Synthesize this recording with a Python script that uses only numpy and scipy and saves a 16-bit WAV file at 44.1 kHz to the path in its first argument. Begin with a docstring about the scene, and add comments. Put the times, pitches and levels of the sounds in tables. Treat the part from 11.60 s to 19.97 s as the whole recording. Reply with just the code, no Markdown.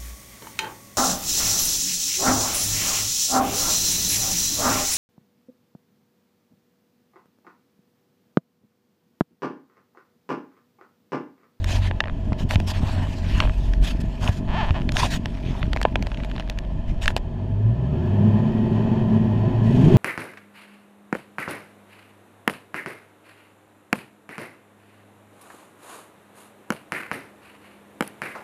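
"""Boat engine from inside a camera case

A big engine idles, picks up and starts to rev: firing tones, hull growl, whines and hiss, heard from
inside a small camera's sealed plastic case. A hand turns the camera on its mount: fingers rub and thump
the case; the joint sticks and slips in ticks, rattles and creaks. The river washes faintly and spray
hisses up at the last surge."""
import sys
import numpy as np
from scipy import signal
from scipy.io import wavfile
from scipy.ndimage import uniform_filter1d

SR = 44100
rng = np.random.default_rng(int(sys.argv[2]) if len(sys.argv) > 2 else 0)


def transcribe(u):
    """Save the signal u as a 16-bit wav file named by the first command-line argument.

    u: samples, shape (n,) or (channels, n), limited to [-1, 1]; the rate is SR.
    q: integer samples, one column per channel.
    """
    v = np.clip(np.atleast_2d(u).T, -1, 1)
    q = np.round(v * 32767).astype(np.int16)
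    wavfile.write(sys.argv[1], SR, q)


N = 369116
SURGE_S = 8.03  # throttle opens for the last surge

# grip on the case: t/s, rocking level/dB, growl gain/dB, resting-finger rub level/dB
GRIP = [(0, -34, -1, -55), (.6, -28.5, -0.5, -62), (1.2, -24, 2.5, -50), (2.2, -39, 2, -55),
        (3.4, -27.5, 5.5, -56.5), (4.8, -51, -1, -60), (5.45, -21.5, -0.5, -67.5)]


def amp(db):
    """Amplitude from dB."""
    return 10 ** (np.asarray(db) / 20)


def unit_rms(x):
    """Scale to an RMS of 1."""
    return x / np.sqrt(np.mean(x ** 2) + 1e-20)


def curves(rows):
    """Table columns interpolated per sample; column 0 is t/s."""
    times_s, *columns = np.transpose(rows)
    return [np.interp(np.arange(N) / SR, times_s, column) for column in columns]


def drift(hz):
    """Unit-RMS noise, low-passed at hz."""
    return unit_rms(signal.sosfilt(signal.butter(2, hz, fs=SR, output="sos"), rng.standard_normal(N)))


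def pulses(rate_hz):
    """Sample indices at which a rate curve completes a cycle."""
    cycles = np.floor(np.cumsum(rate_hz) / SR)
    return np.flatnonzero(np.diff(cycles)) + 1


def held():
    """1 while the hand grips the case, 0 once it has let go."""
    return np.clip((5.72 - np.arange(N) / SR) / 0.226, 0, 1)


def surge(rise_s):
    """0 before the last surge, then a ramp to 1."""
    return np.clip((np.arange(N) / SR - SURGE_S) / rise_s, 0, 1)


def colour(x, db_of_hz, size=16384):
    """Minimum-phase filter of the given shape, scaled to unit energy."""
    hz = abs(np.fft.fftfreq(size, 1 / SR)) + 1
    log_gain = np.log(amp(np.maximum(db_of_hz(hz), -100)))
    taps = np.fft.ifft(np.exp(np.conj(signal.hilbert(log_gain)))).real
    return signal.oaconvolve(x, taps[:size // 2] / np.linalg.norm(taps))[:len(x)]


def case(x, low_hz, high_hz, widen, db_per_oct=0., steep=2):
    """Ring the plastic case's modes between two band edges."""
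    # case modes: f/Hz, base width/Hz, level/dB
    modes = [(623, 173, 11), (865, 157, 6), (1002, 79, 5), (1741, 250, -3), (2536, 310, -8),
             (3075, 555, -8.5), (4440, 150, -17.5), (5430, 76, -19.5), (6740, 450, -23.5)]

    def gain_db(hz):
        power = sum(amp(2 * db) / (1 + abs(2 * (hz - mode_hz) / (widen * width_hz)) ** steep)
                    for mode_hz, width_hz, db in modes)
        edges = (1 + (low_hz / hz) ** 6) * (1 + (hz / high_hz) ** 6)
        return 10 * np.log10(power / edges) + db_per_oct * np.log2(hz / 1000)
    return colour(x, gain_db)


def touch(drive, widen, low_hz, top_db_per_oct):
    """Contact on the case: three drives ring its low, middle and top modes."""
    low = case(drive[0], low_hz, 1200., widen)
    middle = case(drive[1], 1740., 5300., widen)
    top = case(drive[2], 4840., 16000., widen, top_db_per_oct)
    return low + middle + top


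def engine(scatter=0.93, slap=0.78, cruise_hz=108):
    """The mean firing gives two wavering tones; each blow's deviation from it makes the hull growl."""
    # engine speed: t/s, firing rate/Hz
    speed = [(0, 45.6), (5.7, 45.6), (6.05, 53.4), (6.22, 62), (6.5, 97), (6.68, 105.5), (6.85, 109.5),
             (7.97, 108), (8.08, 116), (8.2, 126), (8.28, 178), (8.37, 213)]
    # firing tones: t/s, fundamental level/dB, octave level/dB
    tone_levels = [(0.25, -25, -25.5), (0.55, -42, -39), (1.2, -37.5, -23.5), (2.2, -17.5, -35.5),
                   (2.7, -35.5, -37.5), (4.7, -29.5, -48), (5.6, -34.5, -32.5), (6.05, -30.5, -22.5),
                   (6.4, -26.5, -32), (6.7, -16.5, -22.5), (6.93, -31, -24), (7.2, -28, -25.5),
                   (7.62, -24.5, -20), (7.85, -21.5, -36.5), (8.18, -23, -19.5), (8.26, -17, -27),
                   (8.37, -18, -25)]
    # geared whines: multiple of the firing rate, level re growl/dB
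    whines = [(6.86, -33), (8, -30.5), (9.35, -30), (17.3, -35.5)]
    # hull response at the case: f/Hz, level/dB
    hull = [(85, -13), (105, -2), (150, -3), (190, -5.5), (240, -4.5), (308, -23.5), (345, -10.5),
            (400, -13), (430, -19.5), (540, -35.5), (900, -73)]
    speed_hz = curves(speed)[0]
    speed_oct = np.log2(speed_hz / cruise_hz)
    pickup = np.clip(np.gradient(speed_oct) * SR, 0, 1)
    rate_hz = speed_hz * (1 + (.005 + .025 * held()) * drift(6.) + .045 * pickup * drift(30.))
    phase = 2 * np.pi * np.cumsum(rate_hz) / SR

    tone_db, octave_db = curves(tone_levels)
    growl_db = -21 + 8 * speed_oct + curves(GRIP)[1] * held() + 2.5 * surge(0.035)
    waver_db = 1.85 + 2 * np.clip(2 - rate_hz / 46, 0, 1)  # lumpier at idle
    tones = amp(tone_db + waver_db * drift(21.)) * np.sin(phase)
    tones += amp(octave_db + waver_db * drift(7.3)) * np.sin(2 * phase)
    whine_gate = 1 - held() - surge(0.14)  # stifled by the grip, faded out in the surge
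    for multiple, db in whines:
        tones += whine_gate * amp(growl_db + db + 3.1 * drift(7.9)) * np.sin(multiple * phase)

    firings = pulses(rate_hz)
    blows = slap * rng.standard_normal(N) * np.sqrt(rate_hz / SR)  # water slapping the hull
    blows[firings] += scatter * rng.uniform(-0.99, 1, len(firings))
    blows *= np.sqrt(SR / rate_hz)
    hull_hz, hull_db = np.transpose(hull)
    mounted = colour(blows, lambda hz: np.interp(np.log(hz), np.log(hull_hz), hull_db))

    def gripped_db(hz):  # the grip smears the resonances
        return -10 * np.log10((1 + (23.7 / hz) ** 4) * (1 + (hz / 68) ** 2) * (1 + (hz / 298) ** 8))
    gripped = colour(blows, gripped_db)
    growl = (1 - 0.78 * held()) * mounted + held() * amp(3.8 * drift(5.)) * gripped

    hiss = rng.standard_normal(N) * amp(-36.5 + 8 * speed_oct + 0.73 * drift(8.7))  # valve gear, water
    hiss = case(hiss, 230., 6500., widen=0.66, db_per_oct=-0.5, steep=2.15)
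    return np.sqrt(2) * tones + amp(growl_db) * growl + hiss + buzz(firings)


def buzz(firings, level_db=-48.):
    """Each firing knocks the case and rings its lowest mode."""
    knocks = np.zeros(N)
    knocks[firings] = rng.uniform(-1, 1, len(firings))
    mode = signal.butter(2, (622., 668.), "bandpass", fs=SR, output="sos")
    return amp(level_db) * unit_rms(signal.sosfilt(mode, knocks))


def hand():
    """Slow rocking under the grip; dull finger thumps that sag in pitch."""
    # finger thumps: t/s, relative level/dB, nominal f/Hz
    thumps = [(0.723, -20, 172), (0.959, -13.5, 104), (1.233, -14, 92.5), (2.6916, -15.5, 106),
              (3.107, -15, 91), (5.298, -25, 37.6), (5.434, -23, 30.5)]
    band = signal.butter(2, (6., 34.), "bandpass", fs=SR, output="sos")
    rocking = unit_rms(signal.sosfilt(band, rng.standard_normal(N)))
    out = amp(curves(GRIP)[0] + 2.8 * drift(0.79)) * rocking * held()
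    for start_s, db, hz in thumps:
        cycles = np.arange(8000) / SR * hz
        thump = np.sin(2 * np.pi * cycles ** 0.89) * np.exp(-cycles / 1.14)
        out[round(start_s * SR):][:8000] += amp(db + 9.5) * thump
    return out


def water(wash_db=-63.5, spray_db=-50, spray_db_per_s=23):
    """Steady river wash and spray thrown up by the surge ring the upper case modes."""
    since_s = np.arange(N) / SR - SURGE_S
    spray = surge(0.011) * amp(spray_db + spray_db_per_s * since_s + 2 * drift(60.))
    hiss = (spray + amp(wash_db)) * rng.standard_normal(N)
    return case(hiss, 2200., 10600., widen=0.71, db_per_oct=-0.5)


def rub(patchy_db=3.):
    """Skin sliding on plastic: dense grit that swells with each stroke."""
    # finger strokes: t/s, length/s, level/dB, low-mode share/dB, top-mode share/dB
    strokes = [(0.057, 0.16, -37.5, -7.5, -13.5), (0.211, 0.092, -38, -24, -24),
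               (0.787, 0.058, -42.5, -10, -17.5), (0.897, 0.067, -37.5, 0.5, -13.5),
               (1.076, 0.052, -41, 2, -6.5), (1.135, 0.073, -39.5, -26, -21), (1.165, 0.36, -49, 5, -23),
               (1.624, 0.28, -41.5, -35, -22.5), (2.222, 0.12, -36.5, -11, -12.5),
               (2.413, 0.013, -51, -18, -1.5), (2.611, 0.11, -40.5, 5.5, -13),
               (2.712, 0.095, -53, -14, -8.5), (3.337, 0.17, -33, 2, -12), (3.499, 0.088, -34.5, -14, -11),
               (3.822, 0.26, -50, -1.5, -22.5), (5.285, 0.041, -52.5, -20, -19),
               (5.423, 0.04, -40, -6, -12.5), (5.462, 0.067, -44, -10, -13.5),
               (5.574, 0.013, -41, -2, -14.5)]
    resting_db = curves(GRIP)[2] + 2.5 * drift(2.5)
    force = amp([[-6.], [0.5], [-5.]]) * held() * amp(resting_db)
    for start_s, length_s, db, low_db, top_db in strokes:
        stroke = signal.windows.tukey(round((length_s + .015) * SR), .75)
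        gains = amp([[db + low_db], [db], [db + top_db + 10.5]])
        force[:, round((start_s - .015) * SR):][:, :len(stroke)] += gains * stroke
    grit = rng.standard_normal((3, N)) * amp(drift(390.) + 1.4 * drift(40.))
    squeal = squeak(force[0] * grit[0])
    grit[0] *= amp(4.5 * drift(120.) + 0.5)  # coarser grains for the low modes
    rubbing = touch(force * grit, widen=1., low_hz=690., top_db_per_oct=-5.)
    # the moving finger picks out changing modes
    spectrum = signal.stft(rubbing, nperseg=256)[2]
    patches = uniform_filter1d(rng.standard_normal(spectrum.shape), size=3, axis=0)
    patches = unit_rms(uniform_filter1d(patches, size=24, axis=1))
    return signal.istft(spectrum * amp(patchy_db * patches), nperseg=256)[1][:N] + squeal


def squeak(drag, width_hz=60., gain_db=14.5):
    """Dragged skin excites a narrow resonance that bends in pitch."""
    # squeak pitch: t/s, f/Hz
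    pitch = [(0.92, 630), (3.37, 760), (3.42, 1040), (3.445, 740)]
    carrier = np.exp(2j * np.pi * np.cumsum(curves(pitch)[0]) / SR)
    pole = np.exp(-np.pi * width_hz / SR)
    lowpass = [1 - pole], [1, -pole]
    envelope = signal.lfilter(*lowpass, signal.lfilter(*lowpass, drag / carrier))
    return amp(gain_db) * 2 * (carrier * envelope).real


def ticks(small_per_s=65., tighten_s=(3.65, 5.15), decay_s=0.0012):
    """Each slip of the joint rings the case with a short crackle; small ones crowd in as it tightens."""
    # single slips: t/s, relative level/dB, low-mode share/dB, top-mode share/dB
    slips = [(0.0432, -17.5, -13, -9.5), (0.3112, -18, 3.5, -45), (0.4042, -5, -9, -33.5),
             (0.7213, -27, 14.5, -48), (0.7302, -21, 0, -34), (0.9087, -11, -31, -21),
             (0.9569, -13, 2, -22), (1.0011, -19.5, 8, -17), (1.803, -4.5, -11, -31),
             (2.1355, -21.5, -13, -18.5), (2.6765, -15, -9, -30), (3.107, -17, 3, -39),
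             (3.218, -23.5, -15, -33), (3.2912, -14, -28, -28), (3.3205, -20, -10, -10.5),
             (3.3683, -8.5, -14, -20), (3.6575, -15, -1, -22), (4.029, -14.5, -27, -40.5),
             (4.132, -15, 1, -20), (4.1625, -18.5, 9.5, -22), (4.171, -20, -5, -27), (4.2148, -16, 3, -14),
             (4.2294, -16, -16, -14), (4.2519, -7.5, 13.5, -46.5), (4.357, -10, 4, -33),
             (4.4251, -19, 0, -15), (4.4692, -20.5, 3.5, -23), (4.517, -24.5, 2, -34),
             (4.6018, -25.5, -8, -43), (4.6477, -27.5, 5, -14), (4.7141, -24.5, -8, -22),
             (4.7975, -20, 5, -24), (4.8984, -19.5, 2, -10.5), (4.9874, -21, -33, -14.5),
             (5.458, -13, -20, -18), (5.4789, -3.5, -12, -19.5), (5.504, -23, 7, -35),
             (5.5648, -12.5, 7.5, -12)]
    gap, loud, low, top = rng.random((300, 4)).T
    small_s = tighten_s[0] + np.cumsum(-np.log(gap)) / small_per_s
    small = np.transpose([small_s, -45.5 + 12 * loud, -14 * low, -20 - 15 * top])
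    rows = np.vstack([slips, rattles(), small[small_s < tighten_s[1]]])
    drive = np.zeros((3, N))
    age = np.arange(256) / SR / decay_s
    for (start_s, db, low_db, top_db), grit in zip(rows, rng.standard_normal((len(rows), 3, 256))):
        pole = np.clip(-top_db / 54, 0, .9)  # dull slips are smoother
        grit[1] = unit_rms(signal.lfilter([1], [1, -2 * pole, pole ** 2], grit[1]))
        grit[0, 12:] = 0  # one plain push for the low modes
        grit[0] = abs(grit[0])
        crackle = grit * np.minimum(age / 0.27, 1) * np.exp(-age)
        crackle /= np.linalg.norm(crackle, axis=1, keepdims=True)
        gains = amp(7.5) * amp([[db + low_db - 7], [db], [db + top_db + 12]])
        drive[:, round(start_s * SR):][:, :256] += gains * crackle
    clicks = touch(drive, widen=1.57, low_hz=307., top_db_per_oct=-6.)
    # square law: hard slips set a stiff part ringing
    ring = amp(22.5) * signal.lfilter(*signal.iirpeak(2690., Q=25., fs=SR), drive[1] * abs(drive[1]))
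    tail = amp(-12.) * case(drive[0] + drive[1], 520., 3800., widen=0.19)
    return clicks + ring + tail


def rattles(low_db=1):
    """Rows for ticks(): two short rattles after hard slips; faint scattered ticks as the joint tightens."""
    # slip groups: first relative level/dB, loss per slip/dB, top-mode share/dB, slip times/s
    groups = [(-20.5, 1.5, -44, (.439, .4565, .473, .482, .497)),
              (-15, 1, -50, (1.8236, 1.8373, 1.852, 1.874, 1.896)),
              (-28.5, -1, -28, (4.545, 4.573, 4.635, 4.763, 4.78, 4.805))]
    return [(start_s, db - loss_db * n, low_db, top_db)
            for db, loss_db, top_db, times_s in groups for n, start_s in enumerate(times_s)]


def creak(db_per_oct=5.5):
    """Stick-slip in the joint: each turn speeds up, then slows; faster slips are louder."""
    # turns: start/s, fastest/s, end/s, top slip rate/Hz, half-width of the rate peak/s, level/dB
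    turns = [(2.87, 2.991, 3.105, 445, .04, -26.5), (3.135, 3.156, 3.225, 380, .012, -28.5)]
    t = np.arange(N) / SR
    rate_hz, level_db = np.zeros((2, N))
    for start_s, fastest_s, end_s, top_hz, half_s, db in turns:
        on = (t > start_s) & (t < end_s)
        pace = 1 / np.hypot(1, (t[on] - fastest_s) / half_s)
        onset_db = -14 * np.exp((start_s - t[on]) / 0.012)
        rate_hz[on] = top_hz * pace
        level_db[on] = db + db_per_oct * np.log2(pace) + onset_db
    at = pulses(rate_hz * (1 + .04 * drift(90.)))
    slips = np.zeros(N)
    slips[at] = amp(level_db[at] + 1.8 * rng.standard_normal(len(at))) * np.sqrt(SR / rate_hz[at])
    return case(slips, 820., 4300., widen=0.65, db_per_oct=0.15)


def scene():
    """Mono sum at the microphone inside the case."""
    return (engine() + rub() + ticks() + creak() + hand() + water())[None]


def record(dry, edge_hz=15600):
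    """Soft-clip the hardest peaks, then low-pass."""
    rounded = dry / (1 + abs(dry) ** 6) ** (1 / 6)
    padded = np.pad(rounded, ((0, 0), (255, 255)), "reflect", reflect_type="odd")
    lowpass = signal.firwin(511, edge_hz, window=("kaiser", 9), fs=SR)
    return signal.oaconvolve(padded, lowpass[None], "valid")


dry = scene()
out = record(dry)
transcribe(out)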